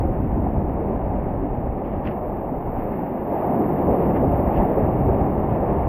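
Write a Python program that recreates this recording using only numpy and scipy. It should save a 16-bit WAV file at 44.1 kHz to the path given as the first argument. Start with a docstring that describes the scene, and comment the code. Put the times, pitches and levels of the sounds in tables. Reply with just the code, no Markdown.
"""A low roar of surf on jetty rocks and quick buffets of wind come first; a wave surges in halfway.
The microphone sits in a closed waterproof case, so most of the treble is muffled.
The surf is shaped noise and ringing bubbles that swell with each wave; slaps are short noise bands.
Spray and foam are noise with tiny pops; wind is low noise that strikes the case in lumps.
A sleeve brushes the case in bursts of noise, and fishing tackle knocks with a fading tone and a tick."""
import sys
import numpy as np
from scipy import signal
from scipy.fft import rfft, irfft, next_fast_len
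from scipy.io import wavfile

SR = 44100
rng = np.random.default_rng(int(sys.argv[2]) if len(sys.argv) > 2 else 0)


def pcm_store(signal):
    """Save signal as 16-bit PCM."""
    levels = np.round(np.clip(np.atleast_2d(signal), -1, 1) * 32767)
    wavfile.write(sys.argv[1], SR, levels.astype(np.int16).T)


N = 259308
TIME = np.arange(N) / SR  # seconds


def gain_of(db):
    """Turns decibels into a factor for the sound pressure."""
    return 10 ** (np.asarray(db) / 20)


def evened(x):
    """Scales a sound to an average strength (rms) of 1."""
    return x / np.sqrt(np.mean(x ** 2) + 1e-20)


def level(rows):
    """Draws a level curve through the rows and gives its gain at every sample."""
    return gain_of(np.interp(TIME, *np.transpose(rows)))


# weak ringing of the case walls: (centre [Hz], width [Hz], lift [dB])
CASE_WALLS = [(645, 74, 0), (1730, 120, 1.5), (2170, 140, 2.5), (2790, 180, 1), (3450, 260, 4)]


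def walls(hz):
    """The case walls resonate and lift the sound a little around a few pitches; gain in dB."""
    return sum(db / (1 + (2 * (hz - centre) / width) ** 2) for centre, width, db in CASE_WALLS)


def coloured(x, points):
    """Filters x to a balance of low and high pitches, adds the wall ringing and evens it to rms 1."""
    hz, db = np.transpose(points)
    size = next_fast_len(N + 8192)
    bins = np.fft.rfftfreq(size, 1 / SR)
    colour_db = np.interp(np.log(bins + 1), np.log(hz), db)
    shape = gain_of(colour_db + walls(bins))
    return evened(irfft(rfft(x, size) * shape, size)[:N])


def flutter(slow_hz, fast_hz, depth_db):
    """A gain that wanders irregularly: 40 slow sine waves with random starts, the slower the stronger."""
    rates = np.geomspace(slow_hz, fast_hz, 40)
    t = TIME[::64]
    turns = rates[:, None] * t + rng.random((len(rates), 1))
    wander = np.sin(2 * np.pi * turns).T @ rates ** -.5
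    return gain_of(depth_db * np.interp(TIME, t, evened(wander)))


def pops(per_s, spread_db):
    """Single clicks at random moments, most small and a few large."""
    size = gain_of(spread_db * np.minimum(rng.exponential(1, N), 4))
    sign = rng.choice([-1, 1], N)
    return size * sign * (rng.random(N) < per_s / SR)


def bump(s, half_s):
    """A push that builds to 1 at time s and fades gently."""
    return 1 / np.cosh(np.minimum(abs(TIME - s) / half_s, 40))


def lump(noise, s, half_s, hz, span):
    """A short swell of noise from hz / span to hz * span, at rms 1 on its crest."""
    band = signal.butter(3, [hz / span, hz * span], "bandpass", fs=SR, output="sos")
    push = bump(s, half_s)
    sound = push * signal.sosfilt(band, noise)
    return sound * np.linalg.norm(push) / np.linalg.norm(sound)


# knocks of rod and reel, and at 2.083 s the sleeve thudding the case: (time [s], thud level [dB], tick level
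# [dB])
TACKLE_KNOCKS = [(1.544, -28.5, -73), (2.083, -14, -80), (2.516, -10.5, -76), (2.784, -10, -71),
                 (3.315, -16, -68)]
# tone of the reel's metal: (frequency [Hz], level [dB])
METAL_COLOUR = [(2500, -13.5), (5000, -1), (7000, 1), (9000, -3.5), (11000, -10.5), (14000, -28)]
KNOCK_HZ, KNOCK_RISE_S = 263, 0.0034
THUD_T60_S, TICK_T60_S = 0.057, 0.06  # time to fade by 60 dB


def tackle():
    """Rod and reel knock, and once the sleeve thuds the case: each a dull fading tone through the angler's body
    and a tiny tick of metal noise."""
    out = np.zeros(N)
    metal = coloured(rng.standard_normal(N), METAL_COLOUR)
    for s, thud_db, tick_db in TACKLE_KNOCKS:
        age = np.clip(TIME - s, 0, 1)
        swell = (1 - np.exp(-age / KNOCK_RISE_S)) ** 2
        thud = gain_of(thud_db - 60 * age / THUD_T60_S) * np.sin(2 * np.pi * KNOCK_HZ * age)
        tick = gain_of(tick_db - 60 * age / TICK_T60_S) * metal
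        out += swell * (thud + tick)
    return out


# sleeve brushes: (time [s], rustle level [dB], half length [s], thump level [dB], crisp share [0-1])
SLEEVE_BRUSHES = [(1.863, -56, 0.014, -43, 0.8), (1.952, -53.5, 0.05, -28, 0.34),
                  (2.059, -44.5, 0.008, -28, 0.9), (2.074, -40.5, 0.0029, -22.5, 0.8),
                  (2.089, -43.5, 0.0051, -20, 0.7), (2.115, -47.5, 0.0088, -30, 0.5),
                  (4.166, -39.5, 0.009, -31, 0.08), (4.57, -43.5, 0.016, -26, 0.73),
                  (4.624, -44.5, 0.016, -38, 0), (4.711, -51, 0.043, -42, 0.07),
                  (5.517, -50.5, 0.021, -39.5, 0.5)]
# tone of the crisp slips of cloth: (frequency [Hz], level [dB])
CLOTH_COLOUR = [(300, -16), (900, 4.5), (1500, 1.5), (2100, -1), (2700, 2.5), (3200, -8.5), (3800, -24.5),
                (4700, -22), (5800, -32.5), (7000, -51.5), (10000, -56.5), (12000, -80)]


def sleeve():
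    """Cloth drags over the case in crisp tiny slips or a duller rustle, with a soft thump as it nudges."""
    grains = evened(pops(per_s=1200, spread_db=2.0)) + 0.63 * rng.standard_normal(N)
    slips = coloured(grains, CLOTH_COLOUR)
    slips = evened(slips * flutter(slow_hz=72.0, fast_hz=248, depth_db=0.5))
    drag = coloured(rng.standard_normal(N), [(300, -12.5), (900, 2.5), (2000, 6.5), (2600, -13.5),
                                             (3300, -19.5), (4000, -37.5), (7000, -78.0)])
    nudge = coloured(rng.standard_normal(N), [(15, -19.5), (50, 2.5), (110, -2.5), (300, -2.0),
                                              (700, -23.0), (1500, -56.0), (4000, -100)])
    out = np.zeros(N)
    for s, db, half_s, thump_db, crisp in SLEEVE_BRUSHES:
        rustle = np.sqrt(crisp) * slips + np.sqrt(1 - crisp) * drag
        out += bump(s, half_s) * (gain_of(db) * rustle + gain_of(thump_db) * nudge)
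    return out


# strength of the wind rumble: (time [s], level [dB])
WIND_LEVEL = [(0, -23.5), (.8, -26.5), (1.15, -28.5), (1.72, -27), (1.8, -34), (2.5, -33), (2.73, -27),
              (3.08, -40.5), (3.5, -33), (3.8, -31.5), (3.9, -30.5), (4.35, -24), (4.72, -30.5),
              (5.05, -21), (5.25, -26.5), (5.88, -25)]
# share of large, slow eddies: (time [s], share [0-1])
LARGE_EDDIES = [(0, 0.29), (.8, 0.85), (2.8, 1), (3.6, 0.24), (5.88, 0.25)]
# tone of the large eddies: (frequency [Hz], level [dB])
LARGE_COLOUR = [(5, -25.5), (20, -10), (30, -7), (42, -2.5), (55, -6), (80, -10), (120, -9.5), (200, -25),
                (400, -37.5), (1200, -72.5), (3000, -115)]
# tone of the small eddies: (frequency [Hz], level [dB])
SMALL_COLOUR = [(5, -26), (20, -15), (38, -10.5), (55, 0.5), (70, 1), (100, -2.5), (135, -3), (200, -14),
                (400, -24), (1200, -72), (3000, -110)]
# single buffets: (time [s], level [dB], half length [s], centre frequency [Hz])
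WIND_BUFFETS = [(0.013, -19, 0.0035, 257), (0.051, -19.5, 0.0033, 168), (0.264, -29.5, 0.006, 130),
                (0.39, -20, 0.0099, 150), (0.584, -19.5, 0.0091, 79), (1.083, -27, 0.04, 40),
                (1.68, -30.5, 0.02, 45), (2.793, -29.5, 0.0047, 69.5), (3.912, -21, .008, 115),
                (4.297, -23, 0.036, 95), (4.609, -21, 0.017, 50.2), (4.838, -18.5, 0.012, 94.4),
                (5.069, -20.5, 0.044, 67), (5.096, -19, 0.0075, 230), (5.22, -19, 0.011, 74.5),
                (5.511, -20, 0.017, 66)]


def wind():
    """Large, deep eddies and small, higher ones push unevenly on the case; single buffets strike it."""
    large = np.interp(TIME, *np.transpose(LARGE_EDDIES))
    eddies = np.sqrt(large) * coloured(rng.standard_normal(N), LARGE_COLOUR)
    eddies += np.sqrt(1 - large) * coloured(rng.standard_normal(N), SMALL_COLOUR)
    eddies *= flutter(slow_hz=8.4, fast_hz=29.2, depth_db=0.47)
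    air = coloured(rng.standard_normal(N), [(600, -2), (3000, -49.5)])
    buffets = sum(gain_of(db) * lump(air, s, half_s, hz, span=1.93)
                  for s, db, half_s, hz in WIND_BUFFETS)
    return eddies * level(WIND_LEVEL) + buffets


# waves running onto the rocks: (arrival [s], hold [s], roar level [dB], heave level [dB],
# spray level [dB], fizz level [dB])
ROCK_WAVES = [(-0.25, 0.066, -35, -26.5, -52.5, -67), (0.301, 0.093, -35, -39, -61, -76.5),
              (0.698, .1, -35.5, -37, -56, -75), (1.926, 0.34, -32.5, -42, -58.5, -67),
              (2.593, .12, -35, -31.5, -52, -63), (3.179, 0.4, -25.5, -24.5, -50.5, -59.5),
              (3.718, .15, -27.5, -25, -51, -61), (4.206, 0.2, -27, -25.5, -51, -60),
              (4.892, 0.018, -27.5, -29, -53.5, -64), (5.408, 0.2, -28.5, -34.5, -53, -69)]
WAVE_RISE_S = 0.17


def surf(column, calm_db, fall_db_per_s, lag_s=0):
    """Gain of one part of the surf: waves build, hold and drain, adding their power to the calm wash."""
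    power = gain_of(calm_db) ** 2
    for s, hold_s, *levels in ROCK_WAVES:
        db = dict(zip(("roar", "heave", "spray", "fizz"), levels))[column]
        age = TIME - s - lag_s
        build = np.clip(age / WAVE_RISE_S, 0, 1)
        draining_s = np.maximum(age - WAVE_RISE_S - hold_s, 0)
        power = power + (build * gain_of(db - fall_db_per_s * draining_s)) ** 2
    return np.sqrt(power)


# tone of the foam, a high band let through by the case: (frequency [Hz], level [dB])
FOAM_COLOUR = [(9000, -91.5), (10000, -71.5), (10600, -46.5), (11000, -19), (11600, -4.5), (11950, -0.5),
               (12600, -5.5), (13600, -7), (14100, -11.5), (14700, -18.5), (15600, -16.5)]


def foam():
    """Tiny bubbles burst as random pops over a steady hiss, heard as a fluttering high fizz."""
    bursts = evened(pops(per_s=1300, spread_db=0.5)) + rng.standard_normal(N)
    froth = surf("fizz", calm_db=-70, fall_db_per_s=10.5)
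    return froth * coloured(bursts, FOAM_COLOUR) * flutter(slow_hz=12, fast_hz=130, depth_db=1.0)


# handfuls of spray landing on stone: (time [s], level [dB], half length [s])
SPRAY_SPATTERS = [(.33, -58.5, .03), (0.482, -61, .04), (1.228, -57.5, .05), (2.818, -52.5, .025),
                  (3.38, -51.5, .03), (3.778, -49, .025), (4.013, -52, .04), (4.83, -47.5, .025),
                  (5.152, -55.5, .04), (5.792, -53, .03)]
# tone of the spray: (frequency [Hz], level [dB])
SPRAY_COLOUR = [(700, -32), (1200, 2), (1500, 0), (1800, -1), (2300, -7), (2800, -13), (3150, -24),
                (3900, -35.5), (4900, -37.5), (6000, -46), (6700, -69.5), (10000, -91)]


def splash():
    """Spray falls on water and stone as dense pops in noise, swelling with waves and heavier spatters."""
    drops = evened(pops(per_s=1500, spread_db=2.5)) + gain_of(4.0) * rng.standard_normal(N)
    spray = surf("spray", calm_db=-56, fall_db_per_s=4)
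    spray *= flutter(slow_hz=1.7, fast_hz=5.6, depth_db=0.17)  # lapping water
    spatter = sum(gain_of(db) * bump(s, half_s) for s, db, half_s in SPRAY_SPATTERS)
    clumps = flutter(slow_hz=6.5, fast_hz=48.6, depth_db=0.57)
    return np.hypot(spray, spatter) * coloured(drops, SPRAY_COLOUR) * clumps


# slaps and plunges of water: (time [s], level [dB], half length [s], centre frequency [Hz])
WATER_SLAPS = [(0.156, -29, .003, 694), (0.468, -22.5, .005, 654), (0.553, -31, 0.0043, 650),
               (0.776, -33.5, 0.021, 757), (0.854, -29, 0.054, 358), (1.089, -34.5, 0.038, 720),
               (1.43, -30.5, 0.029, 217), (2.69, -40, 0.014, 1300), (3.327, -27.5, 0.024, 696),
               (3.424, -32.5, .016, 1260), (3.54, -28.5, .05, 611), (3.621, -22, 0.033, 241),
               (3.63, -36.5, 0.02, 1150), (3.81, -25.5, .05, 222), (3.887, -17, 0.0049, 600),
               (3.98, -22.5, .09, 445), (4.087, -29.5, .04, 730), (4.233, -23.5, .018, 500),
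               (4.606, -22, 0.018, 685), (4.77, -23, .05, 444), (4.89, -22.5, 0.0033, 715),
               (5.092, -28, 0.061, 506), (5.718, -21.5, 0.015, 209), (5.78, -32.5, 0.16, 865)]


def slaps():
    """Water slaps a rock or plunges into a gap: short swells of noise, each around its own pitch."""
    water = coloured(rng.standard_normal(N), ROAR_COLOUR)
    return sum(gain_of(db) * lump(water, s, half_s, hz, span=1.4) for s, db, half_s, hz in WATER_SLAPS)


def bubbles(low_hz, high_hz, cycles, rise, per_s, count=24):
    """Trapped air rings and dies away, each bubble rising in pitch as it nears the surface."""
    out = np.zeros(N)
    for hz in np.geomspace(low_hz, high_hz, count):
        age = np.arange(0, 5, hz / cycles / SR)  # in fade times, each lasting the given cycles
        ring = np.sin(2 * np.pi * cycles * age * (1 + rise * age)) * np.exp(-age)
        out += signal.oaconvolve(pops(per_s / count, spread_db=4.0), ring)[:N]
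    return evened(out)


# tone of the tumbling water inside the case: (frequency [Hz], level [dB])
ROAR_COLOUR = [(150, -37), (300, -4.5), (380, 0), (470, -2), (570, -0.5), (740, 0), (860, -3.5),
               (1000, -9.5), (1250, -18), (1500, -34.5), (2200, -56), (3500, -100)]
# tone of the hollow heave: (frequency [Hz], level [dB])
HEAVE_COLOUR = [(60, -36), (110, -11), (148, -2.5), (200, 0.5), (250, -0.5), (320, -3), (400, -11.5),
                (600, -34), (1500, -91)]


def roar():
    """White water tumbles as noise with bubbly gurgles; a hollow heave follows as rock gaps fill."""
    gurgle = bubbles(low_hz=334.4, high_hz=1188, cycles=9.8, rise=0.019, per_s=300)
    water = coloured(rng.standard_normal(N), ROAR_COLOUR)
    water = evened(water + gain_of(-7.5) * coloured(gurgle, ROAR_COLOUR))
    water *= flutter(slow_hz=14, fast_hz=42.4, depth_db=.5)
    heave = coloured(rng.standard_normal(N), HEAVE_COLOUR)
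    water *= surf("roar", calm_db=-31, fall_db_per_s=6)
    heave *= surf("heave", calm_db=-32.5, fall_db_per_s=7.5, lag_s=0.19)
    return water + heave


def scene():
    """Adds tackle, cloth, wind and water at one microphone."""
    return (tackle() + sleeve() + wind() + foam() + splash() + slaps() + roar())[None]


def record(dry):
    """The recorder cuts off everything above about 15.7 kHz."""
    lowpass = signal.firwin(1023, 15700, window=("kaiser", 9), fs=SR)
    return signal.oaconvolve(dry, lowpass[None], "same")


dry = scene()
out = record(dry)
pcm_store(out)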